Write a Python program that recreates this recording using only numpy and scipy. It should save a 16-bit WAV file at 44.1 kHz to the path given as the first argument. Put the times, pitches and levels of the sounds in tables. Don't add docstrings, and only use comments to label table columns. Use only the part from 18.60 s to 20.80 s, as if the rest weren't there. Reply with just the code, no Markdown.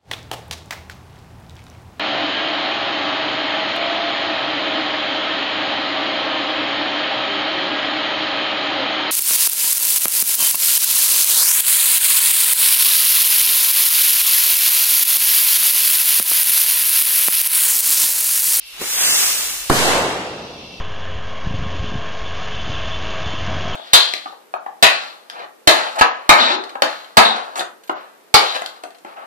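import sys
import numpy as np
from scipy import signal
from scipy.fft import rfft, irfft, next_fast_len
from scipy.io import wavfile
from scipy.ndimage import uniform_filter1d, map_coordinates

SR = 44100
rng = np.random.default_rng(int(sys.argv[2]) if len(sys.argv) > 2 else 0)


def boost_factor(decibels):
    exponent = np.asarray(decibels, float) / 20
    return 10 ** exponent


def file_out(sig):
    cols = np.atleast_2d(sig).T
    lim = np.clip(cols, -1, 1)
    pcm = np.round(lim * 32767).astype(np.int16)
    wavfile.write(sys.argv[1], SR, pcm)


N = 97020
T = np.arange(N) / SR

# arrival in seconds, peak in dB.
BLAST = [
    (1.0994, 4),
    (1.1004, 1),
    (1.1014, -4),
    (1.1022, 4),
    (1.1030, 4),
    (1.1052, 0),
    (1.1072, -8),
    (1.1096, -4),
]
BANG_S = BLAST[0][0]
# frequency in Hz, left-right likeness from -1 to 1.
ECHO_ALIKE = [(60, 0.99), (180, 1), (550, 0.89), (1650, -0.13), (5000, 0.012), (15000, 0.2)]


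def unit(x):
    return x / np.sqrt(np.mean(x ** 2) + 1e-20)


def along(points, hz):
    f, v = np.transpose(points)
    return np.interp(np.log(hz + 1), np.log(f + 1), v)


def curves(rows):
    s, *cols = np.transpose(rows)
    return [np.interp(T, s, c) for c in cols]


def wobble(rate):
    return map_coordinates(rng.standard_normal(N // 8), [T * rate])


def filtered(x, response):
    m = next_fast_len(N + 8192)
    return irfft(rfft(x, m) * response(np.fft.rfftfreq(m, 1 / SR)), m)[..., :N]


def rush(spectrum, alike=((100, 0),), decay=None):
    shut = [(1, -120)] + list(spectrum) + [(spectrum[-1][0] * 1.3, -120)]

    def mid_side(hz):
        turn = np.arccos(np.clip(along(alike, hz), -1, 1)) / 2
        return boost_factor(along(shut, hz)) * [np.cos(turn), np.sin(turn)]

    mid, side = filtered(rng.standard_normal((2, N)), mid_side)
    pair = unit(np.array([mid + side, mid - side]))
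    if decay is None:
        return pair
    hz, t, z = signal.stft(pair, SR, nperseg=256)
    return signal.istft(z * boost_factor(decay(hz[:, None], t)), SR, nperseg=256)[1][:, :N]


def blast():
    # frequency in Hz, density in dB per Hz.
    crack_spectrum = [(1500, -22), (3000, 5.5), (7000, 1.5), (14000, -6)]
    crack_lead_s, crack_db, crack_t60_s = 0.0036, -12, 0.084
    front_s, suction_s, suction_db = 0.00018, 0.0039, -3

    u = np.maximum(T - BANG_S + crack_lead_s, 0)
    crack_gain = boost_factor(crack_db - 60 * u / crack_t60_s) * np.minimum(u / crack_lead_s, 1)
    out = crack_gain * rush(crack_spectrum, [(3000, 0.17)])
    for arrival_s, peak_db in BLAST:
        u = np.maximum(T - arrival_s, 0) / front_s
        out += boost_factor(peak_db) * 2.8 * u * u * (1 - u / 5) * np.exp(-u)
    u = np.maximum(T - BANG_S, 0) / suction_s
    return out - boost_factor(suction_db) * u * np.exp(1 - u * u)


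def echoes():
    # frequency in Hz, density in dB per Hz.
    bank_spectrum = [(60, -19), (120, 11), (300, 10), (1100, 2), (1600, 3.5), (3000, -28)]
    trunk_spectrum = [(24, -56), (40, -14), (216, -10.5), (401, -4.5), (612, -3.5), (5850, -10.5),
                      (6620, -10.5), (8270, -11.5), (15000, -20)]
    valley_spectrum = [(60, -6), (200, -1), (400, -9), (900, -6.5), (1600, -25)]
    # frequency in Hz, 60 dB decay time in seconds.
    trunk_t60 = [(50, 0.83), (300, 2.14), (1000, 1.44), (3000, 1.285), (8000, 0.99), (14000, 0.72)]
    bank_db, bank_t60_s, bank_rise_s = -1, 0.24, 0.009
    trunk_db, trunk_rise_s, trunk_hold_s = -9.5, 0.01, 0.22
    valley_db, valley_t60_s = -30, 4.13

    u = np.maximum(T - BANG_S, 0)
    bank_gain = boost_factor(bank_db - 60 * u / bank_t60_s) * np.minimum(u / bank_rise_s, 1) ** 2
    bank = bank_gain * rush(bank_spectrum, ECHO_ALIKE)

    def trunk_decay(hz, t):
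        late_s = t - BANG_S - trunk_hold_s / (1 + hz / 5000)
        return -60 * trunk_hold_s * np.logaddexp(0, late_s / 0.051) * 0.24 / along(trunk_t60, hz)

    trunks = boost_factor(trunk_db) * rush(trunk_spectrum, ECHO_ALIKE, trunk_decay)
    valley_gain = boost_factor(valley_db - 60 * u / valley_t60_s + 1.7 * wobble(39.97))
    valley = valley_gain * rush(valley_spectrum, ECHO_ALIKE)
    return bank + (1 - np.exp(-u / trunk_rise_s)) * (trunks + valley)


def treeline():
    # frequency in Hz, density in dB per Hz.
    treeline_spectrum = [(250, -32), (450, -3), (700, -1), (1100, -4.5), (1600, -39)]
    delay_s, spread_s, swell_db = 0.27, 0.07, -22
    u = (T - BANG_S - delay_s) / spread_s
    return boost_factor(swell_db) * np.exp(-u * u / 2) * rush(treeline_spectrum, ECHO_ALIKE)


def jet():
    # time in seconds, level in dB, roar over hiss in dB, direct share 0-1.
    thrust = [
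        (0, -60.5, 14.5, 0.6),
        (.066, -48.5, 2.5, .5),
        (.176, -41, 10, 0.43),
        (.222, -28, 4, 0.7),
        (.3, -21, -2.5, 0.58),
        (.44, -14, -0.5, 0.94),
        (.62, -13.5, -1.5, 0.73),
        (.76, -18.5, -1.5, 0.52),
        (1.09, -30.5, 0, 0.3),
    ]
    # frequency in Hz, density in dB per Hz.
    hiss_spectrum = [(2500, -46), (4500, -6), (6200, -3), (10000, -6), (11200, -10), (13000, -8.5),
                     (15500, -6.5)]
    roar_spectrum = [(40, -33.5), (200, -20), (1200, -9.5), (3000, -5), (4000, -5), (7000, -31)]
    # frequency in Hz, likeness -1 to 1.
    port_likeness = [(300, .85), (1200, .2), (2600, -.1), (3300, -.9), (4000, -.95), (4700, -.5),
                     (9000, .3), (11200, -.6)]
    # time in seconds, share 0-1 of the shifted likeness.
    bearing = [(.25, .6), (.4, 1), (.47, 0), (.54, 0), (.58, .6), (.68, .3)]
    bearing_shift = 1.32
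    fade_s, sputter_db = 0.3, 1

    def flame(alike):
        return rush(hiss_spectrum, alike) + boost_factor(roar_db - 5.5) * rush(roar_spectrum, alike)

    level_db, roar_db, share = curves(thrust)
    share = np.clip(share, 0, 1)
    gain_db = level_db + 0.14 * wobble(13.6) - 60 * np.maximum(T - BANG_S, 0) / fade_s
    swing = curves(bearing)[0]
    ahead = flame(port_likeness)
    aside = flame([(hz * bearing_shift, alike) for hz, alike in port_likeness])
    direct = np.sqrt(1 - swing) * ahead + np.sqrt(swing) * aside
    direct = direct * boost_factor(sputter_db * wobble(700))
    scattered = flame([(300, 1.0), (1200, 0.19)])
    return boost_factor(gain_db) * (np.sqrt(share) * direct + np.sqrt(1 - share) * scattered)


def puff():
    # frequency in Hz, bandwidth in Hz, level in dB.
    pipe_modes = [
        (193, 120, -3.5),
        (407, 110, 3.5),
        (1050, 1200, -9.5),
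        (2550, 920, -4.5),
    ]
    puff_s, puff_db, rise_s, fall_s = 0.2168, -26.5, 0.011, 0.033
    flutter_db, pop_db, pop_t60_s = 1.5, -32, 0.02

    def pipe(f):
        response = 0.17
        for k, (center, bandwidth, db) in enumerate(pipe_modes):
            loss = 1j * f * bandwidth
            response = response + (-1) ** k * boost_factor(db) * loss / (center * center - f * f + loss)
        return response

    u = T - puff_s
    common = rng.standard_normal(N) * boost_factor(flutter_db * wobble(254))
    gas = common + 0.58 * rng.standard_normal((2, N))
    swell = np.exp(np.where(u < 0, u / rise_s, -u / fall_s))
    pop = (u > 0) * boost_factor(pop_db - puff_db - 60 * np.abs(u) / pop_t60_s)
    return boost_factor(puff_db) * unit(filtered(gas, pipe)) * (swell + pop)


def fuse():
    # frequency in Hz, density in dB per Hz.
    fuse_spectrum = [(7000, -25), (9000, -4), (10500, 8), (12000, 3), (15000, -8)]
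    spit_s, spit_db, rise_s, fall_s = 0.071, -44, 0.026, 0.15
    u = T - spit_s
    envelope = np.exp(np.where(u < 0, u / rise_s, -u / fall_s))
    return boost_factor(spit_db + 2.5 * wobble(300)) * rush(fuse_spectrum) * envelope


def garden():
    # frequency in Hz, density in dB per Hz.
    chorus_spectrum = [(1600, -18), (2300, 1), (3000, 4.5), (4300, 2), (5800, -1), (7000, -18.5),
                       (13000, -23)]
    wind_spectrum = [(18, -9), (35, 6), (60, -5), (100, -11), (200, -18), (400, -18), (1500, -30)]
    # time in seconds, level in dB.
    gusts = [(0, -64.5), (.46, -59), (.59, -70), (.75, -56), (.89, -55), (1.05, -53), (1.3, -53),
             (1.78, -69), (2.0, -55), (2.2, -51)]
    chorus_db, cicada_db, cicada_hz, cicada_width_hz = -39.5, -48, 2707, 110
    swing_db, beat_rate = 1.5, 110

    def song(f):
        return np.exp(-((f - cicada_hz) / cicada_width_hz) ** 2)

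    chorus = boost_factor(chorus_db) * rush(chorus_spectrum, [(2000, 0.034)])
    cicada = unit(filtered(rng.standard_normal(N), song)) * boost_factor(swing_db * wobble(beat_rate))
    cicada = cicada * boost_factor([[1.5], [-1.5]])
    wind_gain = boost_factor(curves(gusts)[0] + 3.0 * wobble(7.2))
    wind = wind_gain * rush(wind_spectrum, [(40, 1.0), (1000, 0.4)])
    return chorus + boost_factor(cicada_db) * cicada + wind


def scene():
    return blast() + echoes() + treeline() + jet() + puff() + fuse() + garden()


def thin_spectrum(x):
    # time in seconds, highest frequency in Hz.
    band_limit = [(0, 15500), (1.06, 15500), (1.09, 14800), (1.45, 14500), (1.55, 13700), (2.2, 13700)]
    # frequency in Hz, threshold relative to the local level in dB.
    threshold = [(400, -60), (1200, -12), (2500, -5), (5500, -3.5), (8000, -5), (15000, -6.5)]
    patch_db = 2.5
    hz, t, z = signal.stft(np.array([x[0] + x[1], x[0] - x[1]]) / 2, SR, nperseg=2048)
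    line_power = uniform_filter1d(np.abs(z) ** 2, size=3, axis=2)
    local = uniform_filter1d(line_power.max(axis=0), size=25, axis=0)
    patches = uniform_filter1d(rng.standard_normal(z.shape), size=12, axis=1)
    patches = unit(uniform_filter1d(patches, size=4, axis=2))
    floor = local * boost_factor(along(threshold, hz)[:, None] + patch_db * patches) ** 2
    in_band = hz[:, None] < np.interp(t, *np.transpose(band_limit))
    mid, side = signal.istft(z * ((line_power > floor) & in_band), SR, nperseg=2048)[1][:, :N]
    return np.array([mid + side, mid - side])


def roll_off(x):
    return signal.sosfilt(signal.butter(12, 16630, fs=SR, output="sos"), x)


def record(dry):
    duck_s, duck_db, attack_s, recover_s = 1.105, -7, 0.0013, 0.21
    sag_db, sag_s, rebound_db, rebound_s = -10, 0.0094, -21, 0.13
    clip_top, clip_hard = 1, 2.34

    late = T - duck_s
    gain_db = duck_db * np.clip(late / attack_s + 1, 0, 1) * np.clip(1 - late / recover_s, 0, 1)
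    u = np.maximum(T - BANG_S, 0)
    rebound = boost_factor(rebound_db) * u / rebound_s * np.exp(0.5 - 0.5 * (u / rebound_s) ** 2)
    sag = boost_factor(sag_db) * u / sag_s * np.exp(1 - u / sag_s)
    x = dry * boost_factor(gain_db) + [[0], [1]] * (rebound - sag)
    clipped = x / (1 + np.abs(x / clip_top) ** clip_hard) ** (1 / clip_hard)
    mix = thin_spectrum(clipped)
    return roll_off(mix)


dry = scene()
out = record(dry)
file_out(out)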